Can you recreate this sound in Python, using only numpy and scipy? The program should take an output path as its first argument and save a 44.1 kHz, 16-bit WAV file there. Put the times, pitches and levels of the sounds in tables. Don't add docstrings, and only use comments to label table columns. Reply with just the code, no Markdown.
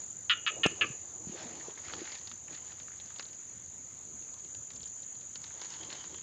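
import sys
import numpy as np
from scipy import signal
from scipy.fft import rfft, irfft, next_fast_len
from scipy.io import wavfile
from scipy.ndimage import uniform_filter1d, map_coordinates

SR = 44100
rng = np.random.default_rng(int(sys.argv[2]) if len(sys.argv) > 2 else 0)


def store_wav(level_fs):
    pcm = np.round(np.clip(np.atleast_2d(level_fs), -1, 1) * 32767)
    wavfile.write(sys.argv[1], SR, pcm.T.astype(np.int16))


N = 274302


def amp(db):
    return 10 ** (np.asarray(db) / 20)


def unit(x):
    return x / np.sqrt(np.mean(x ** 2) + 1e-20)


def along(points, hz):
    f, v = np.transpose(points)
    return np.interp(np.log(hz + 1), np.log(f + 1), v)


def curves(rows):
    s, *cols = np.transpose(rows)
    return [np.interp(np.arange(N) / SR, s, c) for c in cols]


def wobble(rate):
    return map_coordinates(rng.standard_normal(int(N * rate / SR) + 4), [np.arange(N) * rate / SR])


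def filtered(x, response):
    m = next_fast_len(len(x) + min(4 * len(x), SR // 4))
    return irfft(rfft(x, m) * response(np.fft.rfftfreq(m, 1 / SR)), m)[:len(x)]


def peak(f, hz, width):
    return 1j * f * width / (hz * hz - f * f + 1j * f * width)


def rush(spectrum, source, patchy_db):
    z = signal.stft(source, nperseg=512)[2]
    field = uniform_filter1d(uniform_filter1d(rng.standard_normal(z.shape), 6, 0), 8, 1)
    patchy = signal.istft(z * amp(patchy_db * unit(field)), nperseg=512)[1][:N]
    return unit(filtered(patchy, lambda hz: amp(along(spectrum, hz))))


def add(track, s, sound):
    part = track[round(s * SR):][:len(sound)]
    part += sound[:len(part)]


# f/throat pitch, level/dB, t60/s, change as the air pressure falls/dB
THROAT_MODES = [(0.462, -11, 0.023, -6.5), (.63, -5.5, 0.013, -13), (.92, -21.5, 0.004, -18),
                (1.002, 16, 0.0034, -10), (1.169, -2.5, 0.0047, 0), (1.45, -17, 0.0099, -25.5)]


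def throat_pulse(hz, sustain, done):
    t = np.arange(SR // 25) / SR
    slack = 1 / (1 + np.exp((.62 - done) / 0.12))
    phase = 2 * np.pi * hz * (1 - 0.12 * done) * t
    ring = sum(amp(db + drop * slack - 60 * t / (t60 * sustain)) * np.sin(ratio * phase)
               for ratio, db, t60, drop in THROAT_MODES)
    return ring * (1 - np.exp(-t / (0.00017 + 0.00029 * slack)))


# t/s, rms level/dB, length/s, first and last pulse rate/Hz, throat pitch/Hz,
# t60 factor, unevenness (0-1), gain of the hollow/dB, peak of the lingering mode/dB
CROAKS = [(0.2969, -25.5, 0.041, 290.7, 557, 3236, 1.3, 0.059, -.5, -37),
          (0.4645, -30.5, .04, 311.4, 434, 3046, 0.9, 0.42, 1.5, -47),
          (0.634, -26, .036, 355.8, 415.5, 3004, 2.3, 0.41, 0.85, -51),
          (0.811, -26.5, 0.032, 337.3, 452, 2860, 2.4, 0.43, 2, -47)]
# f/Hz, level/dB, t60/s
HOLLOW_MODES = [(1165, -10, .05), (1370, -9, .05), (1715, -7, .07), (1850, -8, .07), (2354, -9, .1),
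                (2487, -8, .1), (2583, -2, .1), (2675, -2, .1), (2975, -8, .25), (3097, -4, .1)]


def frog(linger_hz=2862, linger_t60=.32):
    out, t = np.zeros(N), np.arange(SR // 4) / SR
    width = lambda t60: np.log(1000) / np.pi / t60
    for s, db, length, first, last, hz, sustain, uneven, hollow_db, linger_db in CROAKS:
        rate = first + (last - first) * np.clip(t / length, 0, 1) ** 1.5
        new_pulse = np.diff(np.floor(np.cumsum(rate) / SR)) > 0
        onsets = np.r_[0, t[1:][new_pulse & (t[1:] < length)]]
        croak = np.zeros(len(t))
        for when, (late, size) in zip(onsets, uneven * rng.standard_normal((40, 2))):
            done = when / length
            pulse = amp(9.7 * size * np.sqrt(done)) * throat_pulse(hz, sustain, done)
            add(croak, abs(when + late * done / first / 2), pulse)
        croak = filtered(croak, lambda f: (peak(f, 1130, 1090) * 1j * f / 900) ** 4
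                         / (1 + 1j * f / 5000) ** 3)
        croak *= amp(db) / np.sqrt(np.sum(croak ** 2) / (length * SR))
        modes = [(c, amp(g + hollow_db + rng.normal(0, 0.91)), width(t60)) for c, g, t60 in HOLLOW_MODES]
        hollow = filtered(croak, lambda f: sum(gain * peak(f, c, w) for c, gain, w in modes))
        lingering = filtered(croak, lambda f: peak(f, linger_hz, width(linger_t60)))
        waver = amp(linger_db + 2.2 * wobble(55)[:len(t)])
        add(out, s, croak + hollow + waver * lingering / abs(lingering).max())
        add(out, s + 0.0044, amp(-19) * echo(croak))
    return out


# t/s, peak level before the bass cut/dB, f/Hz, t60/s
CAMERA_PUSHES = [(.6545, -24.5, 490, 0.019), (.6575, -30, 756, 0.0083), (.6612, -9.5, 283, 0.0024),
                 (0.6666, -26.5, 200, 0.012), (0.901, -34, 124, 0.041), (1.27, -32.5, 174, 0.031),
                 (1.295, -34, 207, 0.03), (1.456, -41.5, 245, 0.083), (1.683, -35, 430, 0.018),
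                 (2.016, -34.5, 336, 0.05)]


def camera_bumps(crack_s=.6633, crack_db=-19, crack_hz=5500):
    out, t = np.zeros(N), np.arange(SR // 10) / SR
    for s, db, hz, t60 in CAMERA_PUSHES:
        swing = np.sin(2 * np.pi * hz * t) * amp(-60 * t / t60) * (1 - np.exp(-t * hz * 4))
        add(out, s, -amp(db) * swing / abs(swing).max())
    burst = amp(-60 * t / 0.018) * rng.standard_normal(len(t))
    crack = filtered(burst, lambda f: peak(f, crack_hz, 5400))
    add(out, crack_s, amp(crack_db) * crack / abs(crack).max())
    return filtered(out, lambda f: 1 / (1 + 60 / (1j * f + 1)) ** 4)


# t/s, peak level/dB, centre f/Hz, duller part re that peak/dB
TWIG_TICKS = [(0.7558, -45, 2700, -19), (1.374, -43, 2560, -19), (1.6092, -42, 1800, -17),
              (1.707, -43.5, 2970, -13), (1.7756, -41, 1640, -15), (1.8502, -44, 4330, -10),
              (1.8844, -47, 1310, -3), (1.8982, -44, 1793, 2), (1.9362, -32, 3240, -1),
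              (2.0056, -39.5, 3150, -12), (2.0534, -38.5, 3220, -9), (2.0761, -38, 1830, -10),
              (2.1196, -33.5, 4450, -8), (2.1524, -36, 4470, -13), (2.2734, -35, 4400, -19),
              (2.3144, -36.5, 3440, -3), (2.4822, -45, 2050, -15), (2.5471, -40, 4100, -14),
              (2.576, -45.5, 2010, -16), (2.7207, -43, 3400, -12), (2.8, -38, 4060, -17),
              (2.8823, -44, 1590, -17), (2.9175, -48, 1720, -1.5), (2.9993, -39, 3770, -20),
              (3.0565, -48, 5010, -31), (3.1045, -47.5, 1450, -3), (3.1607, -41, 3350, -9),
              (3.1972, -45.5, 5800, 13.5), (3.1954, -29, 4040, -8.5), (3.2535, -38, 4100, -20),
              (3.331, -42, 4400, -20), (4.2233, -49, 3270, -17), (4.2887, -54, 2070, -14),
              (4.34, -44.5, 3820, -21), (4.3914, -47.5, 4310, -15), (4.448, -45.5, 3700, -26),
              (4.5486, -41, 3400, -16), (4.7042, -40, 3860, -7), (4.7346, -44, 4540, -8),
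              (4.7625, -39, 4660, -21), (4.806, -43, 3800, -17), (4.8307, -37, 3940, -19),
              (4.8557, -47, 3180, -13), (5.0275, -47.5, 3930, -21), (5.1517, -48.5, 3560, -12),
              (5.2115, -47, 3160, -16), (5.3564, -32.5, 3800, -12), (5.441, -37.5, 4130, -7),
              (5.4768, -45, 4000, -18), (5.5059, -47.5, 1780, -5), (5.6156, -32, 4170, -17),
              (5.6501, -38, 4140, -22), (5.7034, -38, 5190, -21), (5.8344, -40, 3380, -17),
              (5.9024, -33.5, 3550, -13), (5.9204, -41, 1850, -20), (5.9274, -31, 4180, -9),
              (6.041, -41, 3170, -2), (6.1444, -39.5, 3220, 0)]


def ticks(settle_s=.018, settle_db=-9.5, scatter_db=4.5, thud_db=-16):
    out, t = np.zeros(N), np.arange(SR // 50) / SR
    delays = settle_s * rng.exponential(size=(len(TWIG_TICKS), 2))
    scatter = rng.standard_normal((len(TWIG_TICKS), 2, 2))
    settling = []
    for (s, db, hz, dull_db), waits, pairs in zip(TWIG_TICKS, delays, scatter):
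        usual_db = min(db + settle_db, -46)
        for wait, (louder, higher) in zip(waits, pairs):
            settling.append((s + wait, usual_db + scatter_db * louder, hz * 2 ** (higher / 6), dull_db))
    for s, db, hz, dull_db in TWIG_TICKS + settling:
        snap = (amp(-60 * t / 0.0066) + amp(-16 - 60 * t / 0.051)) * rng.standard_normal(len(t))
        for centre, width, part_db in [(hz, 0.71 * hz, 0), (1400, 2200, dull_db), (400, 700, thud_db)]:
            part = filtered(snap, lambda f: peak(f, centre, width) ** 3)
            add(out, s, amp(db + part_db) * part / abs(part).max())
    return out


# t/s, rustle level/dB, shuffle level/dB
MOVEMENT = [(0, -62, -55.5), (.15, -84, -77.5), (.35, -92, -65), (.5, -68, -56), (.9, -56, -51.5),
            (1.0, -68, -63.5), (1.2, -75, -62), (1.32, -54, -49), (1.68, -55, -52), (1.75, -64, -68),
            (1.79, -54.5, -62), (1.95, -52, -51), (2.1, -52, -65), (2.2, -61, -75), (2.44, -72.5, -69),
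            (2.52, -58.5, -62), (2.85, -67.5, -73.5), (3.15, -65.5, -79), (3.21, -70, -72),
            (3.75, -80, -75), (4.2, -100, -70.5), (4.75, -88, -75), (5.25, -78, -83), (5.45, -65.5, -67),
            (5.58, -57, -57.5), (5.68, -54, -62.5), (5.93, -54, -55), (5.99, -54, -59), (6.22, -61, -63)]
# f/Hz, spectral level/dB
LITTER_SPECTRUM = [(290, -26), (500, -8), (861, -4), (1500, -6), (1880, -1.5), (2400, -5), (3230, -5),
                   (4580, -5.5), (5450, -10), (5800, -7), (7540, -36.5), (12800, -120)]
# f/Hz, spectral level/dB
FROND_SPECTRUM = [(290, -28), (500, -20), (793, -5.5), (925, 3.5), (1250, -8), (1370, -3.5), (2210, -2.5),
                  (2380, -8), (3200, -1), (4820, -5), (5800, -8.5), (7540, -34), (12800, -120)]
# f/Hz, spectral level/dB
SHUFFLE_SPECTRUM = [(47, -33), (80, -5.5), (237, -3), (266, -9), (305, 2), (414, -2.5), (1200, -12.5),
                    (1560, -43), (2640, -120)]
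# middle t/s, level/dB, half length/s
WIRE_SCRAPES = [(5.837, -57, .04), (6.01, -58, .025), (6.16, -55.5, 0.028)]


def movement(fronds_from_s=3.5, after_db=-19.5, after_t60=0.056):
    rustle_db, shuffle_db = curves(MOVEMENT)
    t, after_ticks = np.arange(N) / SR, np.zeros(N)
    for s, db, *_ in TWIG_TICKS:
        add(after_ticks, s, amp(db + after_db - 60 * t[:SR // 8] / after_t60))
    sizes = amp(4.5 * rng.exponential(size=N).clip(0, 3)) * rng.choice([-1, 1], N)
    grains = (rng.random(N) < 700 * amp(5 * wobble(30)) / SR) * sizes
    rubbing = unit(grains) + 0.92 * rng.standard_normal(N)
    leaves = rush(LITTER_SPECTRUM, rubbing, patchy_db=2)
    fronds = rush(FROND_SPECTRUM, rubbing, patchy_db=1)
    rustle = np.where(t < fronds_from_s, leaves, fronds)
    shuffle = unit(amp(2.2 * wobble(16)) * rush(SHUFFLE_SPECTRUM, rng.standard_normal(N), patchy_db=4.5))
    wire = unit(filtered(rubbing, lambda f: peak(f, 3160, 450) ** 2))
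    scrapes = sum(amp(db) * np.exp(-((t - s) / half) ** 2) for s, db, half in WIRE_SCRAPES)
    fidget = amp(rustle_db + 2 * wobble(28))
    return scrapes * wire + (fidget + after_ticks) * rustle + amp(shuffle_db) * shuffle


# f/Hz, width/Hz, level/dB
WING_MODES = [(6940, 320, -5.5), (7005, 420, 1), (7310, 220, -16.5)]


def cricket(strokes_per_s=48.39, first_s=.0015, drift_cycles=.05):
    cycles = (np.arange(N) / SR - first_s) * strokes_per_s + .5 + abs(1 + drift_cycles * wobble(4))
    stroke = np.floor(cycles).astype(int)
    from_centre_s = (cycles % 1 - .5) / strokes_per_s
    force = amp(0.92 * rng.standard_normal(stroke.max() + 1))[stroke]
    teeth = 0.36 * np.sin(2 * np.pi * np.cumsum(7055 + 25 * wobble(30)) / SR) + rng.standard_normal(N)
    scrape = force * np.exp(-(from_centre_s / 0.004) ** 2) * teeth
    wing = filtered(scrape, lambda f: sum(amp(db) * peak(f, hz, w) ** 2 for hz, w, db in WING_MODES))
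    return unit(wing + amp(1) * echo(wing)[:N])


# t/s, far chorus level/dB, near cricket level/dB
INSECT_LEVELS = [(0.0, -48, -47), (0.35, -49.5, -53.5), (0.53, -45.5, -49.5), (0.73, -47, -48),
                 (1.49, -48, -48.5), (2.08, -47.5, -46.5), (2.56, -49, -48.5), (2.94, -48, -49.5),
                 (3.67, -49.5, -49.5), (4.31, -47, -52), (4.8, -49, -48.5), (4.94, -47, -49.5),
                 (5.32, -47.5, -52.5), (5.8, -46, -53), (6.22, -47.5, -49.5)]
# f/Hz, spectral level/dB
CHORUS_SPECTRUM = [(5500, -58), (5950, -20.5), (6050, -12), (6350, -7.5), (6560, -3), (6740, -4.5),
                   (6790, 2), (6850, -3.5), (7000, -5), (7200, -16.5), (7700, -20.5), (7850, -29),
                   (8250, -38), (9000, -93.5)]


def insects():
    far_db, near_db = curves(INSECT_LEVELS)
    near = cricket()
    far = rush(CHORUS_SPECTRUM, rng.standard_normal(N), patchy_db=1.5)
    return amp(near_db + 1.4 * wobble(0.99)) * near + amp(far_db) * far


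# f/Hz, t60/s
FOREST_DECAY = [(900, 0.32), (2800, 0.35), (5500, 0.067)]


def echo(x):
    hz, t, z = signal.stft(rng.standard_normal(SR // 3), SR, nperseg=256)
    tail = signal.istft(z * amp(-60 * t / along(FOREST_DECAY, hz)[:, None]), SR, nperseg=256)[1]
    return signal.fftconvolve(x, tail / np.linalg.norm(tail))


# f/Hz, spectral level/dB
AIR_SPECTRUM = [(15, -41), (25, -41), (43, -14), (82, 3), (129, -0.5), (681, -12), (2130, -15), (2550, -18),
                (4410, -18), (5060, -21.5), (5800, -16.5), (7540, -43.5), (12800, -120)]


def forest_air(level_db=-60):
    return amp(level_db) * rush(AIR_SPECTRUM, rng.standard_normal(N), patchy_db=2)


def scene():
    return (forest_air() + insects() + frog() + camera_bumps() + ticks() + movement())[None]


def record(dry, top_hz=8274, hiss_db=-85):
    hiss = filtered(rng.standard_normal(N), lambda f: (f > 9700) * (f < 15500))
    return (filtered(dry[0], lambda f: f < top_hz) + amp(hiss_db) * unit(hiss))[None]


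dry = scene()
out = record(dry)
store_wav(out)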